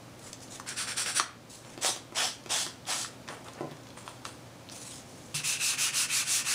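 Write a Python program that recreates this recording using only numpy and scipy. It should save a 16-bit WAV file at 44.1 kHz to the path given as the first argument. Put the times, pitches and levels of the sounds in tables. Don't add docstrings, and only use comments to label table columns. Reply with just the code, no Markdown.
import sys
import numpy as np
from scipy import signal
from scipy.fft import rfft, irfft
from scipy.io import wavfile
from scipy.ndimage import uniform_filter1d

SR = 44100
rng = np.random.default_rng(int(sys.argv[2]) if len(sys.argv) > 2 else 0)


def int16_out(signal):
    q = np.round(np.clip(np.atleast_2d(signal).T, -1, 1) * 32767)
    wavfile.write(sys.argv[1], SR, q.astype(np.int16))


N = 288414
TIME = np.arange(N) / SR
HZ = np.fft.rfftfreq(4096, 1 / SR)

# hz, level_db
ROOM_NOISE_COLOUR = [(15, -29), (25, -21.5), (101, -2), (289, 0), (433, -7), (523, -3), (722, -7),
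                     (804, -7.5), (1710, -15), (1900, -16.5), (2360, -15.5), (2560, -17.5), (6050, -20),
                     (12800, -29), (15500, -32)]
# pitch_hz, level_db (rms)
HUM_TONES = [(120, -57.5), (258, -63.5)]
# hz, t60_s
ROOM_DECAY = [(150, 0.23), (1000, 0.3), (2500, 0.4), (4500, 0.29), (9000, 0.22), (15000, 0.087)]
REFLECTION_DELAYS = [.0023, .0041, .0067, .0094, .0122, .0153]

# start_s, knock_db, table_boom_db, grit_db
BLOCK_KNOCKS = [(1.2, -28.5, -62, -48), (1.777, -31.5, -56, -34.5), (1.888, -27.5, -58, -44),
                (1.963, -35, -65, -30.5), (2.123, -33, -70, -40.5), (2.461, -32.5, -60, -35),
                (2.665, -32.5, -52, -26.5), (3.299, -34, -50, -49), (3.608, -21, -45, -43),
                (3.6301, -27.5, -46, -55), (3.6426, -28, -47, -50), (3.717, -36, -46, -42.5),
                (5.343, -53, -33, -32)]
# pitch_hz, level_db (relative), t60_s
BLOCK_MODES = [(221, -12.5, 0.077), (361, 5.5, 0.019), (483, -10, 0.052), (573, -1, 0.024),
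               (770, 0.5, 0.016), (1020, -10.5, 0.074), (1470, -21, .035), (1990, -17, .03)]

# start_s, attack_s, hold_s, hiss_db, body_db
FINGER_SLIDES = [(0.17, 0.1, 0.12, -51, -53.5), (0.413, .005, 0.014, -48, -63),
                 (0.495, 0.026, 0.07, -47, -54), (1.489, 0.012, 0.1, -49, -61),
                 (1.62, 0.037, 0.11, -56, -53.5), (4.708, 0.015, .245, -46, -56.5),
                 (4.95, 0.024, 0.058, -52, -57), (5.051, 0.019, 0.28, -58, -69)]
# start_s, attack_s, hold_s, hiss_db, body_db
PAPER_SHUFFLES = [(3.285, .008, .035, -51, -41.5), (3.439, 0.029, 0.024, -54.5, -44.5),
                  (3.53, 0.055, 0.074, -66, -48), (3.69, 0.018, 0.037, -72, -52.5),
                  (3.965, 0.0086, 0.028, -51, -52.5), (4.045, 0.022, 0.048, -52.5, -54),
                  (4.243, 0.01, 0.038, -48.5, -52)]
# start_s, end_s, faintest_level_db
PAPER_RUSTLES = [(0.199, 0.602, -60), (1.514, 1.759, -58), (3.417, 4.203, -57.5)]
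# start_s, level_db, pitch_hz, width_hz, time_constant_s
PAPER_TICKS = [(.193, -46, 7000, 3500, .003), (0.33, -32, 5940, 2380, 0.0028),
               (0.598, -39.5, 6600, 3000, .004), (0.663, -41, 1800, 1500, 0.0037),
               (.689, -29.5, 7500, 1500, 0.0036), (1.061, -29, 1500, 5000, 0.0076),
               (1.555, -45, 4500, 3000, 0.0026), (1.648, -43, 3000, 3440, .003),
               (2.438, -46, 5000, 3000, .002), (2.853, -40, 3400, 1200, .002),
               (3.347, -48, 6000, 4000, .002), (3.484, -39, 2200, 3000, .003),
               (3.888, -48, 5000, 3000, .002), (3.972, -41.5, 1300, 900, 0.0056),
               (4.689, -37, 4080, 600, 0.0016), (4.698, -31.5, 4170, 700, 0.00065)]
# start_s, ring_db, pitch_factor (from the free length), crack_db
CARD_FLICKS = [(0.599, -21.5, 0.93, -48), (.920, -24, 2, -38), (1.198, -4.5, 1.02, -12.5),
               (1.8467, -9.5, 0.52, -18.5), (3.047, -24.5, 1.16, -32), (3.278, -37, 0.93, -35),
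               (3.287, -21, 0.93, -31), (4.078, -20, 0.88, -35.5), (4.2523, -23.5, 1, -28)]
# pitch_hz, level_db (relative), t60_s
CARD_MODES = [(845, -33, 0.012), (1140, 1.5, 0.011), (1760, 1.5, 0.0034), (2450, -0.5, 0.0022),
              (2800, -2.5, 0.0031)]

# start_s, attack_s, hold_s, hiss_db, body_db, pitch_factor
QUICK_SCRUBS = [(0.659, 0.023, 0.06, -41.5, -44, 1.01), (0.757, 0.03, .068, -34, -39, 1.015),
                (0.862, 0.017, 0.054, -37.5, -40.5, 0.99), (0.961, 0.019, 0.059, -30.5, -37.5, 1.025),
                (1.048, 0.028, 0.057, -33.5, -37.5, 1.02), (1.143, 0.035, 0.037, -24.5, -32.5, 1.05)]
# start_s, attack_s, hold_s, hiss_db, body_db, freedom (to resonate), pitch_factor
LONG_SWIPES = [(1.809, 0.058, .078, -24.5, -29, 0.57, 1.15), (2.144, 0.044, 0.12, -27, -28.5, 1.05, 1.05),
               (2.49, .036, .135, -27.5, -31.5, 0.78, 1.09), (2.861, 0.051, .16, -30.5, -33.5, 0.52, 1.08)]
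# start_s, length_s, fastest_at (share of length), hiss_db, body_db,
# freedom (to resonate), pitch_factor
FLAT_SANDING = [(5.343, 0.098, 0.16, -32, -42, 0.88, 1.12), (5.431, 0.17, 0.35, -29, -38.5, 1.12, 1.07),
                (5.577, 0.2, 0.49, -27.5, -37, 1.14, 1.07), (5.767, 0.16, 0.42, -27, -35.5, 0.8, 1.05),
                (5.914, 0.17, .49, -26.5, -37, 0.74, 1.08), (6.068, 0.19, 0.53, -27, -36, .83, 1.02),
                (6.237, 0.21, 0.51, -26, -38.5, 0.6, 1.04), (6.43, .19, 0.48, -28.5, -36.5, 0.57, 1.04)]
# hz, level_db
SCRUB_SPECTRUM = [(200, -18), (700, -7.5), (1000, -8), (1350, 0.5), (2200, -3.5), (4000, -1.5), (7000, -8),
                  (9600, -3), (11000, -12), (15000, -21)]
# hz, level_db
SWIPE_SPECTRUM = [(150, -20), (400, -6.5), (900, 2.5), (2200, -0.5), (4000, -2.5), (6000, -4), (8300, 0.5),
                  (9200, -3), (10500, -3), (12000, -15), (15000, -17.5)]
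# hz, level_db
FLAT_SPECTRUM = [(200, -34), (700, -17), (1250, -6.5), (2000, -8), (4500, 1), (6000, 3.5), (8000, 2),
                 (10200, 1.5), (11500, -6.5), (15000, -13)]
# hz, level_db
SLIDE_SPECTRUM = [(500, -2.5), (2000, -5.5), (4000, -8), (7000, -4), (10000, -8), (12000, -20),
                  (15000, -21)]
# hz, level_db
SHUFFLE_SPECTRUM = [(150, -29), (400, 4), (1100, 1), (2000, -5.5), (3300, -7), (5000, -12), (9000, -6.5),
                    (12000, -22), (15000, -25)]
# pitch_hz, width_hz, lift_db
SCRUB_RESONANCES = [(1560, 480, 6), (2410, 260, 7), (4460, 250, 8), (5550, 720, 13), (7420, 550, 13.5),
                    (8600, 550, 10.5), (9240, 680, 4.5)]
# pitch_hz, width_hz, lift_db
SWIPE_RESONANCES = [(650, 180, 8), (1700, 180, 2.2), (3090, 740, 8.8), (4070, 280, 3.1), (5190, 1900, 10.2),
                    (7300, 270, 2.5)]
# pitch_hz, width_hz, lift_db
FLAT_RESONANCES = [(1460, 160, 3.5), (2434, 560, 10.6), (3500, 360, 3.4), (5730, 200, 1.7),
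                   (7450, 280, 2.6)]

ROOM_NOISE_DB = -50
BOOM_HZ, BOOM_T60_S = 148.4, 0.29
TURN_BOOM_DB = -46
RUSTLES_PER_S, RUSTLE_RANGE_DB = 20, 15
CROSSOVER_HZ = 3000
SCRUB_FREEDOM = 0.73
HISS_POWER = 1.52
BODY_SPEED = 0.44
SANDING_GAIN_DB = 1.05
DUCK_ABOVE_DB, DUCK_SHARE, RECOVER_DB_PER_S = -32.5, 0.24, 4
NOTCH_HZ, NOTCH_HALF_WIDTH_HZ = 12550, 380
BAND_LIMIT_HZ = 15600


def amp(db):
    return 10 ** (np.asarray(db) / 20)


def unit(x):
    return x / np.sqrt(np.mean(x ** 2) + 1e-20)


def read(points, hz):
    f, value = np.transpose(points)
    return np.interp(np.log(hz + 1), np.log(f), value)


def add(mix, s, sound):
    part = mix[round(s * SR):][:len(sound)]
    part += sound[:len(part)]


def colour(x, curve_db):
    log_gain = np.log(amp(np.r_[curve_db, curve_db[-2:0:-1]]))
    taps = np.fft.ifft(np.exp(np.conj(signal.hilbert(log_gain)))).real
    return signal.oaconvolve(x, taps)[:len(x)]


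def high_pass(x, hz):
    return signal.sosfilt(signal.butter(2, hz, "high", fs=SR, output="sos"), x)


def wander(n, hz):
    f = np.fft.rfftfreq(SR, 1 / SR)
    motion = irfft(rfft(rng.standard_normal(SR)) / (1 + (f / hz) ** 2))
    return np.resize(unit(motion), n)


def ring(modes, pitch=1):
    t = TIME[:SR // 3]
    motion = np.zeros(len(t))
    for k, (hz, db, t60) in enumerate(modes):
        decay = np.exp(-np.log(1000) * t / t60)
        motion += (-1) ** k * amp(db) * decay * np.sin(2 * np.pi * hz * pitch * t)
    return high_pass(motion / 2, 0.69 * modes[0][0] * pitch)


def burst(hz, width_hz, decay):
    t = TIME[:SR // 8]
    band_db = -20 * np.log10(1 + ((HZ - hz) / width_hz) ** 2)
    noise = colour(rng.standard_normal(len(t) * 2), band_db)[len(t):]
    puff = high_pass(noise * np.exp(-t / decay), 220)
    return unit(puff) * np.sqrt(decay / 2 / t[-1])


def crack():
    t = TIME[:512]
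    fibres = rng.choice([-1., 1.], len(t)) * np.exp(-t / 0.0028)
    spectrum = [(200, -34), (1200, 9.5), (3400, 8), (6000, 4.0), (10000, -10.0), (15000, -36)]  # (Hz, dB)
    click = colour(fibres, read(spectrum, HZ))
    return click / np.linalg.norm(click) * np.sqrt(SR / 1000)


def push(attack, hold, hiss_db, body_db, hiss_sag_db_per_s, body_sag_db_per_s, release_db_per_s):
    t = TIME[:round((hold + 40 / release_db_per_s) * SR)]
    contact = np.minimum(t / attack, 1) * amp(-release_db_per_s * np.maximum(t - hold, 0))
    hiss = contact * amp(hiss_db - hiss_sag_db_per_s * t)
    body = contact * amp(body_db - body_sag_db_per_s * t)
    return hiss, body


def swing(length, fastest, hiss_db, body_db):
    u = np.arange(0, length, 1 / SR) / length
    skew = np.log(.5) / np.log(np.clip(fastest, .1, .9))
    speed = np.abs(np.sin(np.pi * u ** skew))
    hiss = amp(hiss_db) * speed ** HISS_POWER
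    body = amp(body_db) * np.tanh((speed / BODY_SPEED) ** 2)
    return hiss, body


def rub(envelopes, shape, grains_per_s, spread_db, chatter_db, chatter_hz, patchy_db,
        modes=(), freedom=1, pitch=1):
    hiss_gain, body_gain = envelopes
    n = len(hiss_gain)
    sizes = rng.choice([-1., 1.], n) * amp(spread_db * np.minimum(rng.exponential(1, n), 4))
    snags = sizes * (rng.random(n) < grains_per_s / SR)
    snags *= amp(chatter_db * wander(n, chatter_hz))
    hz, _, z = signal.stft(colour(snags, read(shape, HZ)), SR, nperseg=512)
    hz = hz[:, None]
    card_db = freedom * sum(lift / (1 + (2 * (hz - f * pitch) / width) ** 2) for f, width, lift in modes)
    patches = uniform_filter1d(rng.standard_normal(z.shape), size=7, axis=0)
    patches = unit(uniform_filter1d(patches, size=8, axis=1))
    z = z * amp(card_db + patchy_db * patches)
    low = 1 / (1 + (hz / CROSSOVER_HZ) ** 10)
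    body = unit(signal.istft(z * low, SR, nperseg=512)[1][:n])
    hiss = unit(signal.istft(z * (1 - low), SR, nperseg=512)[1][:n])
    return hiss_gain * hiss + body_gain * body


def background():
    air = unit(colour(rng.standard_normal(N), read(ROOM_NOISE_COLOUR, HZ)))
    hum = np.zeros(N)
    for hz, db in HUM_TONES:
        phase = 2 * np.pi * hz * TIME + 0.66 * wander(N, 13)
        hum += amp(db) * np.sqrt(2) * np.sin(phase)
    return amp(ROOM_NOISE_DB) * air + hum


def reflections(x):
    out = np.zeros(N)
    for k, s in enumerate(REFLECTION_DELAYS):
        add(out, s, (-1) ** k * x)
    return out / np.sqrt(len(REFLECTION_DELAYS))


def room(x):
    t = TIME[:SR // 2]
    echoes = rng.choice([-1., 1.], len(t)) * (rng.random(len(t)) < 4000 / SR)
    echoes = echoes * (t > .006)
    hz, frame_s, z = signal.stft(echoes, SR, nperseg=256)
    decay = np.exp(-np.log(1000) * frame_s / read(ROOM_DECAY, hz)[:, None])
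    tail = signal.istft(z * decay, SR, nperseg=256)[1][:len(t)]
    return signal.fftconvolve(x, tail / np.linalg.norm(tail))[:N]


def table():
    boom = np.minimum(TIME / 0.008, 1) * amp(-60 * TIME / BOOM_T60_S) * np.sin(2 * np.pi * BOOM_HZ * TIME)
    out = np.zeros(N)
    for s, _, boom_db, _ in BLOCK_KNOCKS:
        add(out, s, amp(boom_db) * boom)
    for s, *_ in FLAT_SANDING[1:]:
        add(out, s, amp(TURN_BOOM_DB) * boom)
    return out


def knocks():
    out = np.zeros(N)
    for s, knock_db, _, grit_db in BLOCK_KNOCKS:
        add(out, s, amp(knock_db) * ring(BLOCK_MODES))
        add(out, s, amp(grit_db) * burst(1900, 4000, 0.0016))
    return out


def handling():
    out = np.zeros(N)
    for s, *move in FINGER_SLIDES:
        envelopes = push(*move, hiss_sag_db_per_s=2.5, body_sag_db_per_s=10, release_db_per_s=262.5)
        add(out, s, rub(envelopes, SLIDE_SPECTRUM, grains_per_s=12000, spread_db=2.5,
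                        chatter_db=1.9, chatter_hz=50, patchy_db=2.6))
    for s, *move in PAPER_SHUFFLES:
        envelopes = push(*move, hiss_sag_db_per_s=15, body_sag_db_per_s=18, release_db_per_s=153.5)
        add(out, s, rub(envelopes, SHUFFLE_SPECTRUM, grains_per_s=3000, spread_db=3.0,
                        chatter_db=0.4, chatter_hz=60, patchy_db=-2.0))
    for start, end, faintest_db in PAPER_RUSTLES:
        for when, size, pitch in rng.random((round(RUSTLES_PER_S * (end - start)), 3)):
            crackle = burst(1500 + 5000 * pitch, 2700, 0.0039)
            add(out, start + when * (end - start), amp(faintest_db + RUSTLE_RANGE_DB * size) * crackle)
    return out


def ticks():
    out = np.zeros(N)
    for s, db, hz, width, decay in PAPER_TICKS:
        add(out, s, amp(db) * burst(hz, width, decay))
    return out


def flicks():
    out = np.zeros(N)
    for s, ring_db, pitch, crack_db in CARD_FLICKS:
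        add(out, s, amp(ring_db) * ring(CARD_MODES, pitch))
        add(out, s, amp(crack_db) * crack())
    return out


def sanding():
    out = np.zeros(N)
    for s, *stroke, pitch in QUICK_SCRUBS:
        envelopes = push(*stroke, hiss_sag_db_per_s=15, body_sag_db_per_s=30, release_db_per_s=333)
        add(out, s, rub(envelopes, SCRUB_SPECTRUM, grains_per_s=20000, spread_db=1.2,
                        chatter_db=0.1, chatter_hz=150, patchy_db=0.9,
                        modes=SCRUB_RESONANCES, freedom=SCRUB_FREEDOM, pitch=pitch))
    for s, *stroke, freedom, pitch in LONG_SWIPES:
        envelopes = push(*stroke, hiss_sag_db_per_s=37, body_sag_db_per_s=78, release_db_per_s=200.5)
        add(out, s, rub(envelopes, SWIPE_SPECTRUM, grains_per_s=10000, spread_db=2.0,
                        chatter_db=0.8, chatter_hz=150, patchy_db=1.74,
                        modes=SWIPE_RESONANCES, freedom=freedom, pitch=pitch))
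    for s, *stroke, freedom, pitch in FLAT_SANDING:
        add(out, s, rub(swing(*stroke), FLAT_SPECTRUM, grains_per_s=18000, spread_db=0.0,
                        chatter_db=0.45, chatter_hz=150, patchy_db=1.5,
                        modes=FLAT_RESONANCES, freedom=freedom, pitch=pitch))
    return amp(SANDING_GAIN_DB) * out


def scene():
    thuds = knocks()
    snaps = ticks() + flicks()
    rubbing = handling() + sanding()
    near = reflections(amp(-11.5) * snaps + amp(-8.5) * thuds)
    tail = room(amp(-11.5) * rubbing + amp(-8.5) * snaps + amp(-3.5) * thuds)
    mono = background() + table() + thuds + snaps + rubbing + near + tail
    return np.array([mono, mono])


def gain_control(x):
    power = uniform_filter1d((x ** 2).mean(0), size=440)
    power_db = 10 * np.log10(abs(power) + 1e-12)
    cut_db = DUCK_SHARE * np.maximum(power_db - DUCK_ABOVE_DB, 0)
    creep_db = RECOVER_DB_PER_S * TIME
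    held_db = np.maximum.accumulate(cut_db + creep_db) - creep_db
    return x * amp(-uniform_filter1d(held_db, size=220))


def record(dry):
    f = np.fft.rfftfreq(N, 1 / SR)
    offset = (f - NOTCH_HZ) ** 2
    notch = offset / (offset + NOTCH_HALF_WIDTH_HZ ** 2)
    heard = irfft(rfft(gain_control(dry)) * notch, N)
    low_pass = signal.firwin(511, BAND_LIMIT_HZ, window=("kaiser", 9), fs=SR)
    return signal.oaconvolve(heard, low_pass[None], "same")


dry = scene()
out = record(dry)
int16_out(out)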